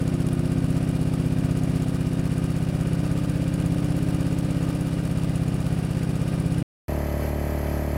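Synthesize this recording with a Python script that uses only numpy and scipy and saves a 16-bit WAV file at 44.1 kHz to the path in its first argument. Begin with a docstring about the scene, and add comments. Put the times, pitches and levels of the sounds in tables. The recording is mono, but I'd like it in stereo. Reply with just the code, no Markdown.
"""A small four-stroke generator ticks over on grass, then, after a short silence, runs faster and closer.
From a few steps away: a muffler thump, intake gulp and exhaust hiss each cycle, a shell knock each turn,
piston slap, valve clatter, fan air and thin whines. Close at its control panel: sharp firing pulses over
the hum of the shell, nearly all the treble on the right. Impulses locked to the crank ring the muffler,
shell and casing; air and hiss are shaped noise. One cycle is two crank turns."""
import sys
import numpy as np
from scipy import signal
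from scipy.fft import rfft, irfft, next_fast_len
from scipy.io import wavfile
from scipy.ndimage import uniform_filter1d, map_coordinates

SR = 44100
rng = np.random.default_rng(int(sys.argv[2]) if len(sys.argv) > 2 else 0)


def materialize(psi):
    """Save the field psi as 16-bit PCM at rate SR to the path in sys.argv[1].

    A 1-D psi becomes a single channel; in a 2-D psi each row is a channel.
    """
    bounded = np.clip(np.atleast_2d(psi).T, -1, 1)
    quanta = np.round(bounded * 32767).astype(np.int16)
    wavfile.write(sys.argv[1], SR, quanta)


N = 351477
TIME = np.arange(N) / SR


def idling():
    """Slow run, a few steps away: each firing rings the muffler, each turn knocks the plastic shell."""
    # crank speed, governor hunting (time [s], speed [turns/s])
    crank_speed = [(0.0, 32.21), (0.3, 31.46), (0.7, 32.45), (1.5, 32.14), (2.55, 32.34), (2.75, 32.73),
                   (3.65, 33.09), (3.85, 32.4), (4.05, 33.4), (5.25, 32.81), (5.45, 32.23), (5.85, 32.99),
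                   (6.15, 32.34), (6.6, 33.23)]
    # resonances (frequency [Hz], width [Hz], level [dB])
    muffler_modes = [(56, 84, -48), (112.6, 100, -31.5), (151.4, 126.5, -34), (339.4, 25, -55)]
    shell_modes = [(71.6, 58.5, -41), (165.6, 125.7, -33), (196.4, 33.2, -32), (298.3, 32.2, -33.5),
                   (279.7, 129.4, -34), (341.4, 16.1, -36.5), (532.4, 40, -49.5), (477, 280, -54.5),
                   (626.5, 28, -59), (748, 17, -57.5)]
    metal_modes = [(1227, 39, 7.5), (1474, 31, 5.5), (1578, 18, 8), (2395, 65, 4.5), (3690, 16, 11),
                   (4780, 32, 3.5), (6600, 110, -2), (6930, 90, -0.5), (7480, 73, 3.5), (9380, 66, 8),
                   (10460, 100, 3.5)]
    # valve and piston contacts (place [cycles], level [dB])
    contacts = [(.0, 0.5), (.125, 0), (0.245, 2.5), (.305, 3.5), (.41, 5), (.49, 4), (.57, 1.5), (.63, 4),
                (.9, 0)]
    # spectra (frequency [Hz], level [dB])
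    clatter_spectrum = [(400, -40.5), (470, -10.5), (650, -11.5), (950, -11.5), (1500, -15), (1950, -23),
                        (2400, -21), (3050, -18.5), (3800, -27), (5000, -21.5), (6000, -27), (7800, -27.5),
                        (9500, -24.5), (10700, -27.5), (11600, -32.5)]
    air_spectrum = [(20, -66), (50, -71.5), (150, -60.5), (300, -64), (600, -69), (1000, -80), (2600, -81),
                    (3700, -89.5), (5000, -88), (7200, -96.5), (9000, -94.5), (10500, -91), (11400, -101),
                    (16000, -106)]
    # stereo balance (frequency [Hz], left minus right [dB])
    balance = [(60, 2.5), (130, 1.5), (200, 1.3), (300, 0), (550, -5), (1290, -2), (2380, -4), (4400, 0.5),
               (8120, -2), (15000, -1.5)]
    speed, cycle = crank(crank_speed)
    firing = strokes(cycle - .196, scatter_db=.7, jitter_s=.0001)
    turning = strokes(2 * (cycle - .321), scatter_db=.4, jitter_s=.00005)
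    knocks = soften(resonate(firing, muffler_modes) + resonate(turning, shell_modes), corner_hz=1020)
    drone = knocks + intake_gulp(cycle) + amp(-47.5) * piston_slap(cycle)
    body = -amp(-.12) * drift(depth_db=.35, rate_hz=3) * shell_panels(drone, speed)
    valves = amp(-46) * valve_clatter(cycle, contacts, clatter_spectrum,
                                      t60_s=.031, jitter_s=.00007, scatter_db=2.5, loose_share=.24)
    exhaust = amp(-53) * exhaust_hiss(cycle)
    fan = amp(-1) * fan_air(cycle, air_spectrum, peak_cycles=.13, throb_db=1.7, flutter_db=.37)
    # timing gear: sings when its tooth rate meets a metal resonance
    gear = amp(-65.5) * whine(96 * cycle, waver_rad=.5, rate_hz=30)
    inverter = amp(-64.5) * whine(8305 * TIME, waver_rad=1.8, rate_hz=64)
    speed_gain = amp(.9 * (speed - speed.mean()))  # 0.9 dB per turn/s
    rattle = metal_parts(speed_gain * (valves + fan) + exhaust + gear, metal_modes, ripple_db=1.5)
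    return view(body + rattle + inverter, balance, start_s=-.1, end_s=6.628)


def running_fast():
    """Fast run, at the control panel: firings ring the muffler over the hum of the shaking shell."""
    # crank speed (time [s], speed [turns/s])
    crank_speed = [(6.85, 72.96), (7.05, 72.91), (7.25, 73.64), (7.45, 73.67), (7.65, 73.12), (7.85, 73.25),
                   (8.05, 73.28)]
    # resonances (frequency [Hz], width [Hz], level [dB])
    muffler_modes = [(60.6, 110, -43.5), (134, 29, -34.5), (225, 41, -41.5), (326, 37.7, -32),
                     (320.8, 59.4, -33.5), (611, 16, -41), (565, 64, -45), (624, 290, -47.5),
                     (987, 16, -50.5), (416, 12, -44.5), (800, 43, -57), (654, 8.8, -52.5)]
    shell_modes = [(65.3, 19, -32)]
    metal_modes = [(1273, 40, 4.5), (1930, 190, 3.5), (2650, 62, 2.7), (3320, 46, 2.7), (4120, 120, 2),
                   (4360, 47, 7), (4900, 50, 4.7), (7430, 60, 6), (8250, 40, 4)]
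    # valve and piston contacts (place [cycles], level [dB])
    contacts = [(.04, -2), (.15, -2), (0.401, -3), (.52, -4.5), (.62, -5.5), (.79, -5.5), (.89, 0)]
    # spectra (frequency [Hz], level [dB])
    clatter_spectrum = [(600, -30), (850, -5), (1100, -13.5), (1500, -7), (1900, -9.5), (2400, -11.5),
                        (3100, -31.5), (4400, -24.5), (5800, -28), (7300, -25.5), (9000, -34.5),
                        (12000, -26), (15000, -40)]
    air_spectrum = [(25, -78), (150, -63.5), (300, -71), (600, -66.5), (1000, -78), (2300, -83),
                    (3300, -93.5), (4500, -92), (6300, -97), (7400, -98), (9500, -99), (10700, -90),
                    (13000, -89.5), (14200, -101), (16000, -102)]
    # stereo balance (frequency [Hz], left minus right [dB])
    balance = [(37, 4), (73, 1), (147, -2), (220, -8), (300, -13), (600, -20), (1300, -22), (2400, -28),
               (15000, -35)]
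    _, cycle = crank(crank_speed)
    firing = strokes(cycle - .501, scatter_db=.6, jitter_s=.00005)
    turning = strokes(2 * (cycle - .262), scatter_db=.4, jitter_s=.00005)
    body = soften(resonate(firing, muffler_modes) - resonate(turning, shell_modes), corner_hz=1380)
    valves = amp(-46.5) * valve_clatter(cycle, contacts, clatter_spectrum,
                                        t60_s=.015, jitter_s=.00004, scatter_db=.4, loose_share=.11)
    fan = fan_air(cycle, air_spectrum, peak_cycles=1, throb_db=1, flutter_db=.9)
    rattle = metal_parts(drift(depth_db=.5, rate_hz=1.8) * valves + fan, metal_modes, ripple_db=2)
    return view(body + rattle, balance, start_s=6.882, end_s=8.1, lag_rad=.83)


def shell_panels(drone, speed):
    """Each panel lifts a narrow band of the drone near one engine speed, less as the engine warms."""
    # (frequency [Hz], half-width [Hz], peak speed [turns/s], near lift [dB], far lift [dB], fade [dB/s])
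    panels = [(261.4, 18, 32.0, 3.5, -1.5, 0.04), (293, 28, 33.25, 7.5, 0.5, 0.6),
              (346, 22, 32.7, 3.5, 1, 0.94), (563, 43, 33.0, 3, -5.5, 1.04)]
    reach_turns_per_s, follow_s = .45, .78
    settled = uniform_filter1d(speed, size=int(follow_s * SR))
    out = drone
    for centre, width, peak_speed, near_db, far_db, fade_db_per_s in panels:
        nearness = np.exp(-((settled - peak_speed) / reach_turns_per_s) ** 4)
        lift_db = far_db + (near_db - far_db) * nearness - fade_db_per_s * TIME
        band = filtered(drone, lambda hz: np.exp(-((hz - centre) / width) ** 4))
        out = out + (amp(lift_db) - 1) * band
    return out


def intake_gulp(cycle):
    """Each intake stroke rings the air box."""
    # (frequency [Hz], width [Hz], level [dB])
    air_box_modes = [(120, 96, -47.5)]
    intake = strokes(cycle - .75, scatter_db=.7, jitter_s=.0001)
    return soften(resonate(intake, air_box_modes), corner_hz=222)


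def piston_slap(cycle):
    """The piston hits the bore twice a turn and rings the crankcase: a short, pitched rasp."""
    # (place [turns], level [dB])
    slaps = [(0.148, -2), (.83, 3.5)]
    # (frequency [Hz], width [Hz], level [dB])
    crankcase_modes = [(565, 58, 2), (697, 183, -5.5)]
    hits = sum(amp(db) * strokes(2 * cycle - place, scatter_db=1.7, jitter_s=.00005)
               for place, db in slaps)
    return unit(soften(resonate(hits, crankcase_modes), corner_hz=950))


def valve_clatter(cycle, contacts, spectrum, t60_s, jitter_s, scatter_db, loose_share):
    """Each contact rings the casing its own way every cycle; a loose share rattles anew each time."""
    t = np.arange(SR // 16) / SR
    decay = amp(-60 * t / t60_s)
    firm, power = np.zeros((2, N)), np.zeros(N)
    for place, db in contacts:
        hits = amp(db) * strokes(cycle - place, scatter_db, jitter_s)
        ring = decay * rng.standard_normal((2, len(t)))
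        firm += signal.oaconvolve(hits[None], ring, axes=1)[:, :N]
        power += hits ** 2
    envelope = np.sqrt(np.abs(signal.oaconvolve(power, decay ** 2)[:N]))
    loose = envelope * rng.standard_normal((2, N))
    blend = np.sqrt(1 - loose_share) * unit(firm) + np.sqrt(loose_share) * unit(loose)
    return unit(spread(blend, spectrum))


def fan_air(cycle, spectrum, peak_cycles, throb_db, flutter_db):
    """Cooling air and intake rush, strongest at one place in the cycle."""
    flow = amp(throb_db * np.cos(2 * np.pi * (cycle - peak_cycles)) + flutter_db * wobble(12))
    return flow * spread(np.sqrt(SR / 2) * rng.standard_normal((2, N)), spectrum)


def exhaust_hiss(cycle):
    """A bright spit as the exhaust valve opens, trailing off; its colour varies by cycle."""
    # (frequency [Hz], level [dB])
    gas_spectrum = [(5200, -36.5), (6200, -9), (6700, 3), (7400, -7), (8200, -6), (9000, -3), (9700, -1.5),
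                    (10400, 0.5), (11300, -11), (13000, -4.5), (14200, -17), (16000, -14)]
    open_cycles, rise_cycles, fall_cycles, tail_cycles = .214, .037, .069, .94
    tail_db, scatter_db = -24, 2.5
    number, age = np.divmod(cycle - open_cycles + 1, 1)
    gas = unit(spread(rng.standard_normal((2, N)), gas_spectrum))
    attack = 1 - np.exp(-(age / rise_cycles) ** 2)
    tail = amp(tail_db) * np.exp(-age / tail_cycles)
    common = rng.standard_normal(int(number[-1]) + 1)
    out = 0
    for low_hz, high_hz in [(0, 8000), (8000, 11300), (11300, SR)]:
        strength = amp(scatter_db * (common + rng.standard_normal(len(common))) / np.sqrt(2))
        spit = strength[number.astype(int)] * np.exp(-age / fall_cycles)
        band = filtered(gas, lambda hz: (hz >= low_hz) & (hz < high_hz))
        out = out + unit(attack * (spit + tail)) * band
    return out


def metal_parts(x, modes, ripple_db):
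    """A few strong metal resonances over a crowd of weak ones, about 100 Hz apart."""
    crowd = rng.standard_normal(SR // 200 + 4)
    def colour(hz):
        lift = sum((amp(db) - 1) * resonance(hz, centre, width) for centre, width, db in modes)
        ripple = amp(ripple_db * np.clip(hz / 3000, 0, 1) * map_coordinates(crowd, [hz / 100]))
        return (1 + lift) * ripple
    return filtered(x, colour)


def whine(phase, waver_rad, rate_hz):
    """Thin tone, rms 1, with a wandering phase [periods]."""
    return np.sqrt(2) * np.sin(2 * np.pi * phase + waver_rad * wobble(rate_hz))


def crank(points):
    """Speed [turns/s] and running count of four-stroke cycles, per sample."""
    speed = np.interp(TIME, *np.transpose(points))
    return speed, np.cumsum(speed) / SR / 2


def strokes(phase, scatter_db, jitter_s):
    """An impulse at each whole number of phase, uneven in size and time; mean about 1."""
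    whole = np.arange(np.ceil(phase[0]), phase[-1])
    timing, size = rng.standard_normal((len(whole), 2)).T
    onset_s = np.interp(whole, phase, TIME) + jitter_s * timing
    at = np.clip(onset_s * SR, 0, N - 1).astype(int)
    return np.bincount(at, amp(scatter_db * size) / np.gradient(phase)[at], N)


def resonance(hz, centre, width):
    """Complex response of one damped mode."""
    return 1j * hz * width / (centre ** 2 - hz ** 2 + 1j * hz * width)


def resonate(x, modes):
    """Parallel modes, alternating in sign."""
    return filtered(x, lambda hz: sum((-1) ** k * amp(db) * resonance(hz, centre, width)
                                      for k, (centre, width, db) in enumerate(modes)))


def soften(x, corner_hz):
    """Low-pass: pressure pulses last too long to hold treble."""
    return filtered(x, lambda hz: 1 / (1 + (hz / corner_hz) ** 4))


def spread(pair, spectrum):
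    """Two unrelated signals to left and right, alike in the bass, coloured by the spectrum."""
    # (frequency [Hz], left-right likeness [0-1])
    likeness = [(100, 0.52), (300, 0.94), (640, 0.64), (1400, 0.6), (3100, 0), (7000, 0)]
    # ground and wall reflections: phase winds with frequency
    winding_rad = np.cumsum(rng.normal(1.5, 1, SR // 200 + 4))
    reflected = filtered(pair[0], lambda hz: np.exp(-1j * map_coordinates(winding_rad, [hz / 100])))
    diffuse = (pair[1] + reflected) / np.sqrt(2)
    colour = lambda hz: amp(along(spectrum, hz))
    width = lambda hz: np.tan(np.arccos(along(likeness, hz)) / 2)
    mid = filtered(pair[0], colour)
    side = filtered(diffuse, lambda hz: colour(hz) * width(hz))
    return np.array([mid + side, mid - side])


def view(x, balance, start_s, end_s, lag_rad=0):
    """One listening position: left-right tilt and phase lag, gated in time."""
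    def tilt(hz):
        ratio = amp(along(balance, hz)) * np.exp(-1j * lag_rad)
        return 2 * np.array([ratio, np.ones_like(hz)]) / (1 + ratio)
    gate = ((TIME > start_s) & (TIME < end_s)).astype(float)
    return filtered(x, tilt) * uniform_filter1d(gate, size=64)


def drift(depth_db, rate_hz):
    """Gain wandering slowly about 1."""
    return amp(depth_db * wobble(rate_hz))


def wobble(rate_hz):
    """Smooth random curve, knots at rate_hz."""
    return map_coordinates(rng.standard_normal(int(N * rate_hz / SR) + 4), [TIME * rate_hz])


def filtered(x, response):
    """x through a complex frequency response."""
    size = next_fast_len(N + SR // 2)
    return irfft(rfft(x, size) * response(np.fft.rfftfreq(size, 1 / SR)), size)[..., :N]


def along(points, hz):
    """(frequency [Hz], value) points read on a log axis."""
    knots_hz, values = np.transpose(points)
    return np.interp(np.log(hz + 1), np.log(knots_hz + 1), values)


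def amp(db):
    """Decibels to gain."""
    return 10 ** (np.asarray(db) / 20)


def unit(x):
    """x at rms 1."""
    return x / np.sqrt(np.mean(x ** 2) + 1e-20)


def scene():
    """The two views, one after the other."""
    return idling() + running_fast()


def record(dry):
    """Hard band limit."""
    top_hz = 15800
    return filtered(dry, lambda hz: hz < top_hz)


dry = scene()
out = record(dry)
materialize(out)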